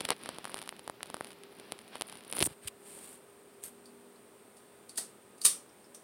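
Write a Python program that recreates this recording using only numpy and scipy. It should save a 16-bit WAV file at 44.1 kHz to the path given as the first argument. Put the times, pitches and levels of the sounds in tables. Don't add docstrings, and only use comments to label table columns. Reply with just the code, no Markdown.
import sys
import numpy as np
from scipy import signal
from scipy.fft import rfft, irfft
from scipy.io import wavfile

SR = 44100
rng = np.random.default_rng(int(sys.argv[2]) if len(sys.argv) > 2 else 0)


def unload_wav(signal):
    wavfile.write(
        sys.argv[1],
        SR,
        np.round(np.clip(np.atleast_2d(signal).T, -1, 1) * 32767).astype(np.int16),
    )


N = 266055
TIME = np.arange(N) / SR
PORT_OPENS_S = 2.45


# start_s, crack_db, ping_db, ping_hz
CHAIN_HITS = [(3.643, -19, -26, 12700), (3.657, -37, -27, 11300), (3.857, -30.5, -34, 4550),
              (4.159, -55, -44, 4460), (4.569, -29.5, -44, 4500), (4.8937, -22, -29.5, 4570),
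              (4.958, -25, -36, 4500), (4.976, -6, -17, 4500), (4.98, -10, -22, 1920),
              (4.9827, -6.5, -20, 660), (5.3805, -32.5, -48, 4900), (5.4161, -13, -19.5, 4600),
              (5.438, -18, -26, 5700), (5.45, 4, -14, 4900), (5.453, 9, -27, 1300),
              (5.4628, 4.5, -12, 5840), (5.6923, -55, -42.5, 5500), (5.843, -55, -38.5, 5260),
              (5.9474, -22, -30.5, 5800)]
# pitch_hz, level_db, t60_s
FITTING_MODES = [(1179, -15, .22), (1780, -16, .12), (2330, -15, .12), (3722, -7, .17), (4442, -7, .17),
                 (4910, -11, .2), (5168, -9, .16), (5700, -9, .17), (6160, -5, .2), (6355, -10, .2),
                 (6555, -10, .18), (7111, -7, .19), (7710, -5, .2), (7802, -5, .21), (8016, -3, .17),
                 (8455, -4, .2), (8576, 1, .19), (8655, -2, .18), (8854, -2, .16), (8958, 2, .18),
                 (9077, 1, .18), (9151, -4, .2), (9318, -3, .22), (9467, -2, .2), (9639, -3, .21),
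                 (9767, -4, .2), (9944, -2, .2), (10680, -10, .2), (13990, -18, .18)]
# frequency_hz, gain_db
CRACK_EQ = [(100, -32.5), (400, -19.5), (800, -28.5), (1250, -16.5), (1550, -23), (3000, -15.5),
            (4200, -12), (6500, -11), (7800, -6.5), (8800, 2.5), (10000, -3.5), (12500, -15), (14200, -15),
            (16000, -25.5)]

def pull_chain(scrape_db=-11, knock_db=1.5, tone_db=-4.5, ring_db=-5, half_band_hz=520):
    cracks, metal = np.zeros(N), np.zeros(N)
    for start_s, crack_db, ping_db, ping_hz in CHAIN_HITS:
        scrape = burst(t60_s=0.021)[::-1]
        add(cracks, start_s - len(scrape) / SR, from_db(crack_db + scrape_db) * scrape)
        add(cracks, start_s, from_db(crack_db) * roomy_hit())
        pitch_band = bandpass(max(ping_hz - half_band_hz, 100), ping_hz + half_band_hz)
        knock = signal.sosfilt(pitch_band, signal.sosfilt(pitch_band, roomy_hit(direct_db=-5, room_db=-4.5)))
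        add(metal, start_s, from_db(ping_db + knock_db) * unit_energy(knock))
        add(metal, start_s, from_db(ping_db + tone_db) * unit_energy(ring(ping_hz, t60_s=0.12)))
        fitting = sum(from_db(db) * ring(hz, t60_s, rng.uniform(0, 2 * np.pi))
                      for hz, db, t60_s in FITTING_MODES)
        add(metal, start_s, from_db(crack_db + ring_db) * unit_energy(fitting))
    return through(cracks, response(CRACK_EQ)) + metal


def roomy_hit(direct_db=-8, bounce_db=-5, room_db=-4):
    hit = from_db(room_db) * room_tail()
    add(hit, 0, from_db(direct_db) * burst(t60_s=0.0091))
    add(hit, 0, from_db(bounce_db) * burst(t60_s=0.058))
    return hit


# start_s, push_db, push_hz, snap_db
LOUD_SLIPS = [(.0064, -38, 1080, -11.5), (.0099, -14, 517, -13.5), (.0521, -26, 880, -9.5),
              (.091, -25, 650, -24), (0.1048, -3, 880, 0.5), (.1193, -12, 1070, -19),
              (.236, -32, 1170, -22.5), (.2596, -17, 1240, -20), (0.2907, -11.5, 676, -12),
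              (0.3854, -16.5, 526, -17.5), (0.4441, -21, 930, -19), (.4535, -13.5, 1110, -15.5),
              (0.4742, -21, 1110, -39), (0.4957, -20, 950, -25), (0.5434, -14, 720, -11),
              (.564, -20.5, 920, -26), (.5714, -26, 1700, -21), (.5815, -24, 1130, -21),
              (.5899, -34.5, 1900, -19), (.617, -25.5, 1050, -18.5), (0.6265, -25, 600, -22),
              (0.6763, -20, 980, -20.5), (0.6918, -29, 2140, -12.5), (0.7257, -19.5, 720, -39),
              (0.794, -24.5, 670, -23), (0.8776, -14, 760, -16.5), (.8982, -11, 629.9, -17.5),
              (1.0069, -21.5, 1140, -46), (1.0307, -21, 1150, -11), (1.0588, -28, 530, -27.5),
              (1.101, -18.5, 573, -20), (1.1434, -11, 764, -14), (1.168, -21, 860.3, -24),
              (1.2092, -9, 679.8, -19.5), (1.246, -26.5, 770, -19), (1.2705, -39, 1160, -26.5),
              (1.3187, -38, 670, -27.5), (1.4359, -39, 1210, -25.5), (1.5987, -26.5, 550, -24),
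              (1.7217, -14, 620, -10.5), (1.7903, -41, 1180, -24), (1.9555, -15.5, 700, -20),
              (2.0112, -13, 750, -10), (2.0205, -14, 710, -8), (2.0983, -37, 1540, -24),
              (2.1263, -25, 764, -23), (2.1549, -26, 669.8, -25), (2.3019, -28, 640, -25),
              (2.3262, -20.5, 856.2, -10.5), (2.3346, -19.5, 567, -18.5), (2.3603, -27, 480, -26),
              (2.369, -18, 620, -13.5), (2.385, -16, 545, -13), (2.405, -16, 487, -5.5),
              (2.411, -15.5, 520, -7), (2.4183, -17.5, 504, -11), (2.426, -6.5, 680, 2),
              (2.429, -15, 447, -4.5), (2.459, -26, 700, -15), (2.472, -16.5, 527.1, -23)]
# frequency_hz, gain_db
SNAP_EQ = [(100, -15), (600, -15), (1800, -3.5), (3200, -1.5), (4800, -7), (6500, -15.5), (8400, -9.5),
           (9300, -4.5), (9800, 0.5), (10400, -5.5), (12000, -16.5), (16000, -35)]

def finger_slips(pocket_ratio=1.929, skin_hz=2400, rebound_db=-15):
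    pushes, snaps = np.zeros(N), np.zeros(N)
    soft_skin = signal.butter(2, skin_hz, fs=SR, output="sos")
    for start_s, push_db, push_hz, snap_db in [*LOUD_SLIPS, *faint_slips()]:
        click = signal.unit_impulse(1024)
        rebound_s = rng.uniform(.0003, .0012)
        click[round(rebound_s * SR)] = from_db(rebound_db)
        pocket = bandpass(push_hz / pocket_ratio, push_hz * pocket_ratio)
        push = signal.sosfilt(np.vstack([pocket, soft_skin]), click)
        add(pushes, start_s, from_db(push_db) * unit_energy(push))
        add(snaps, start_s, from_db(snap_db) * unit_energy(click))
    return pushes + through(snaps, response(SNAP_EQ))


# time_s, hiss_db, grit_db
DRAG_LEVELS = [(0, -51, -54), (.07, -51, -61), (.16, -62, -69), (.25, -50, -59), (.41, -56, -67.5),
               (.53, -54, -55), (.76, -60.5, -70), (.97, -65.5, -74.5), (1.06, -57, -66), (1.27, -58, -63),
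               (1.38, -63, -73), (1.68, -56.5, -64), (1.85, -63, -68), (2.12, -56, -57), (2.24, -61, -68),
               (2.36, -51.5, -38), (2.42, -61, -38)]
# frequency_hz, gain_db
SKIN_EQ = [(60, -10.5), (200, 12), (600, 5.5), (1500, 1), (3000, 1), (4800, -3.5), (5700, -10.5),
           (6800, -30), (8200, -12), (9900, -9.5), (12000, -36), (16000, -34)]
# frequency_hz, gain_db
GRIT_EQ = [(100, -21), (1000, -33), (3300, -20), (6500, -30), (8400, -13), (9300, 7), (9900, 3),
           (10600, -6), (12000, -9), (16000, -20)]

def finger_drag(hiss_trim_db=.5, grit_trim_db=-1, flutter_db=2, grains_per_s=450, release_s=0.021):
    time_s, hiss_db, grit_db = np.transpose(DRAG_LEVELS)
    hiss = noise(SKIN_EQ) * from_db(np.interp(TIME, time_s, hiss_db) + hiss_trim_db)
    hiss *= from_db(flutter_db * drift(rate_hz=70))
    grain_db = 8 * np.minimum(rng.exponential(1, N), 3.5)
    grains = from_db(grain_db) * (rng.random(N) < grains_per_s / SR)
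    grit = through(grains, response(GRIT_EQ))
    grit *= from_db(np.interp(TIME, time_s, grit_db) + grit_trim_db) / grit.std()
    covered = np.clip((PORT_OPENS_S - TIME) / release_s + 1, 0, 1)
    return covered * (hiss + grit)


def faint_slips(base_per_s=26, push_db=-38, snap_db=-31.5, spread_db=3, centre_hz=880):
    time_s, _, grit_db = np.transpose(DRAG_LEVELS)
    effort_db = 0.44 * (np.interp(TIME, time_s, grit_db) - grit_db.mean())
    slipping = (rng.random(N) < base_per_s * from_db(effort_db) / SR) & (TIME < PORT_OPENS_S)
    push_scatter, octaves, snap_scatter = np.clip(rng.standard_normal((N, 3))[slipping], -2, 2).T
    return np.transpose([TIME[slipping],
                         push_db + effort_db[slipping] + spread_db * push_scatter,
                         centre_hz * 2 ** octaves,
                         snap_db + effort_db[slipping] + spread_db * snap_scatter])


# start_s, end_s,
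# rasp_db, low_cut_hz, hiss_db
SKIN_RUBS = [(0.0484, 0.055, -36.5, 300, -39), (.0874, .093, -30.5, 293, -39),
             (0.102, .131, -36.5, 295, -72), (1.923, 1.976, -49, 605, -71),
             (2.368, 2.437, -47.5, 170, -54.5), (2.436, 2.445, -58, 200, -32),
             (2.45, 2.472, -63, 200, -32), (2.481, 2.537, -57.5, 200, -60.5),
             (2.623, 2.695, -58, 999.4, -59), (2.674, 2.685, -37.5, 1910, -38),
             (2.849, 3.161, -59, 151, -53), (3.628, 3.693, -58, 296, -50),
             (3.638, 3.64, -61, 2020, -31.5)]
# frequency_hz, gain_db
OPEN_PORT_EQ = [(200, -8), (1000, -22.5), (4500, -15.5), (6400, -14.5), (7700, -4.5), (8800, 5.5),
                (10000, -4), (12500, -10), (16000, -17.5)]

def skin_rubs(rough_db=3, fade_share=0.33):
    rasp, hiss, rubs = noise(SKIN_EQ), noise(OPEN_PORT_EQ), np.zeros(N)
    for start_s, end_s, rasp_db, low_cut_hz, hiss_db in SKIN_RUBS:
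        fade_s = fade_share * (end_s - start_s)
        stroke = np.clip(np.minimum(TIME - start_s, end_s - TIME) / fade_s + .5, 0, 1)
        thinned = signal.sosfilt(signal.butter(3, low_cut_hz, "high", fs=SR, output="sos"), rasp)
        rubs += stroke * (from_db(rasp_db) * thinned + from_db(hiss_db) * hiss)
    return rubs * from_db(rough_db * drift(rate_hz=900))


# start_s, level_db, pitch_hz, t60_s
CASE_BUMPS = [(2.4081, -28.5, 190, 0.05), (2.412, -22, 365, 0.035), (2.4154, -21, 148, 0.006),
              (2.424, -24.5, 146, 0.021), (2.464, -31, 324, 0.04), (2.4734, -31.5, 152, 0.022),
              (2.509, -42, 152, 0.036), (2.652, -39.5, 91, 0.048)]

def case_bumps():
    thuds = np.zeros(N)
    for start_s, level_db, pitch_hz, t60_s in CASE_BUMPS:
        add(thuds, start_s, from_db(level_db) * ring(pitch_hz, t60_s))
    return thuds


# pitch_hz, level_db
MOTOR_PARTIALS = [(121, -87), (201.5, -77), (242, -77), (363, -74), (403, -64.5), (1007, -83), (1249, -77),
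                  (3461, -101), (3521, -85.5)]
# peak_s, half_length_s, centre_hz, boost_db
HUM_SWELLS = [(1.507, 0.3, 403, 6), (3.006, 0.22, 248, 16.5), (3.94, 0.27, 250, 17)]

def fan_hum(trim_db=-1.54, waver_db=3, waver_rad=0.77, swell_octaves=0.41):
    hum = np.zeros(N)
    for pitch_hz, level_db in MOTOR_PARTIALS:
        swell_db = np.zeros(N)
        for peak_s, half_length_s, centre_hz, boost_db in HUM_SWELLS:
            detune = np.log2(pitch_hz / centre_hz) / swell_octaves
            swell_db += boost_db * np.exp(-((TIME - peak_s) / half_length_s) ** 2 - detune ** 2)
        phase = 2 * np.pi * pitch_hz * TIME + waver_rad * drift(rate_hz=4.9)
        rms = from_db(level_db + trim_db + swell_db + waver_db * drift(rate_hz=2.777))
        hum += np.sqrt(2) * rms * np.sin(phase)
    return hum


# frequency_hz, gain_db
AIR_EQ = [(25, -64), (60, -15), (95, -10), (160, -6.5), (210, -2.5), (450, 0), (650, -5), (1200, -10),
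          (2500, -15.5), (4500, -21), (6500, -26), (10000, -23.5), (16000, -23)]

def fan_air(level_db=-59.5):
    return from_db(level_db) * noise(AIR_EQ)


def port_hiss(level_db=-67.5, port_hz=8800, width_hz=1530):
    cavity = bandpass(port_hz - width_hz / 2, port_hz + width_hz / 2)
    hiss = signal.sosfilt(cavity, signal.sosfilt(cavity, rng.standard_normal(N)))
    return from_db(level_db) * hiss / hiss.std() * (TIME > PORT_OPENS_S)


# frequency_hz, t60_s
ROOM_DECAY = [(300, 0.97), (1300, 0.25), (3500, 0.35), (9000, 0.19), (16000, 0.25)]

def room_tail(size=16384, bands=6):
    white, hz = rfft(rng.standard_normal(size)), np.fft.rfftfreq(size, 1 / SR)
    edges_hz = np.geomspace(100, SR / 2, bands + 1)
    tail = np.zeros(size)
    for low, high in zip(edges_hz, edges_hz[1:]):
        t60_s = at_hz(ROOM_DECAY, np.sqrt(low * high))
        tail += irfft(white * (hz >= low) * (hz < high)) * decay(t60_s, size)
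    return unit_energy(tail)


def from_db(db):
    return 10 ** (np.asarray(db) / 20)


def unit_energy(x):
    return x / np.sqrt(np.sum(x ** 2) + 1e-20)


def at_hz(curve, hz):
    known_hz, values = np.transpose(curve)
    return np.interp(np.log(np.maximum(hz, 1)), np.log(known_hz), values)


def add(track, start_s, sound):
    start = max(0, round(start_s * SR))
    track[start:start + len(sound)] += sound[:N - start]


def bandpass(low_hz, high_hz):
    return signal.butter(1, [low_hz, high_hz], "band", fs=SR, output="sos")


def response(eq, size=4096):
    gains = from_db(at_hz(eq, np.fft.rfftfreq(size, 1 / SR)))
    cepstrum = irfft(np.log(gains))
    cepstrum[1:size // 2] *= 2
    cepstrum[size // 2 + 1:] = 0
    return unit_energy(irfft(np.exp(rfft(cepstrum))))


def through(x, impulse_response):
    return signal.oaconvolve(x, impulse_response)[:N]


def noise(eq):
    return through(rng.standard_normal(N), response(eq))


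def drift(rate_hz):
    steps = rng.standard_normal(N // 10)
    return np.interp(TIME * rate_hz, np.arange(len(steps)), steps)


def decay(t60_s, size):
    return from_db(-60 * TIME[:size] / t60_s)


def ring(hz, t60_s, phase=0, size=16384):
    return np.sin(2 * np.pi * hz * TIME[:size] + phase) * decay(t60_s, size)


def burst(t60_s, size=8192):
    return unit_energy(rng.standard_normal(size) * decay(t60_s, size))


def scene():
    handling = finger_slips() + finger_drag() + skin_rubs() + case_bumps()
    return (pull_chain() + handling + fan_air() + fan_hum() + port_hiss())[None]


def record(dry, low_cut_hz=54, high_cut_hz=15900):
    thinned = signal.sosfilt(signal.butter(4, low_cut_hz, "high", fs=SR, output="sos"), dry)
    return signal.sosfilt(signal.ellip(10, .2, 80, high_cut_hz, fs=SR, output="sos"), thinned)


dry = scene()
out = record(dry)
unload_wav(out)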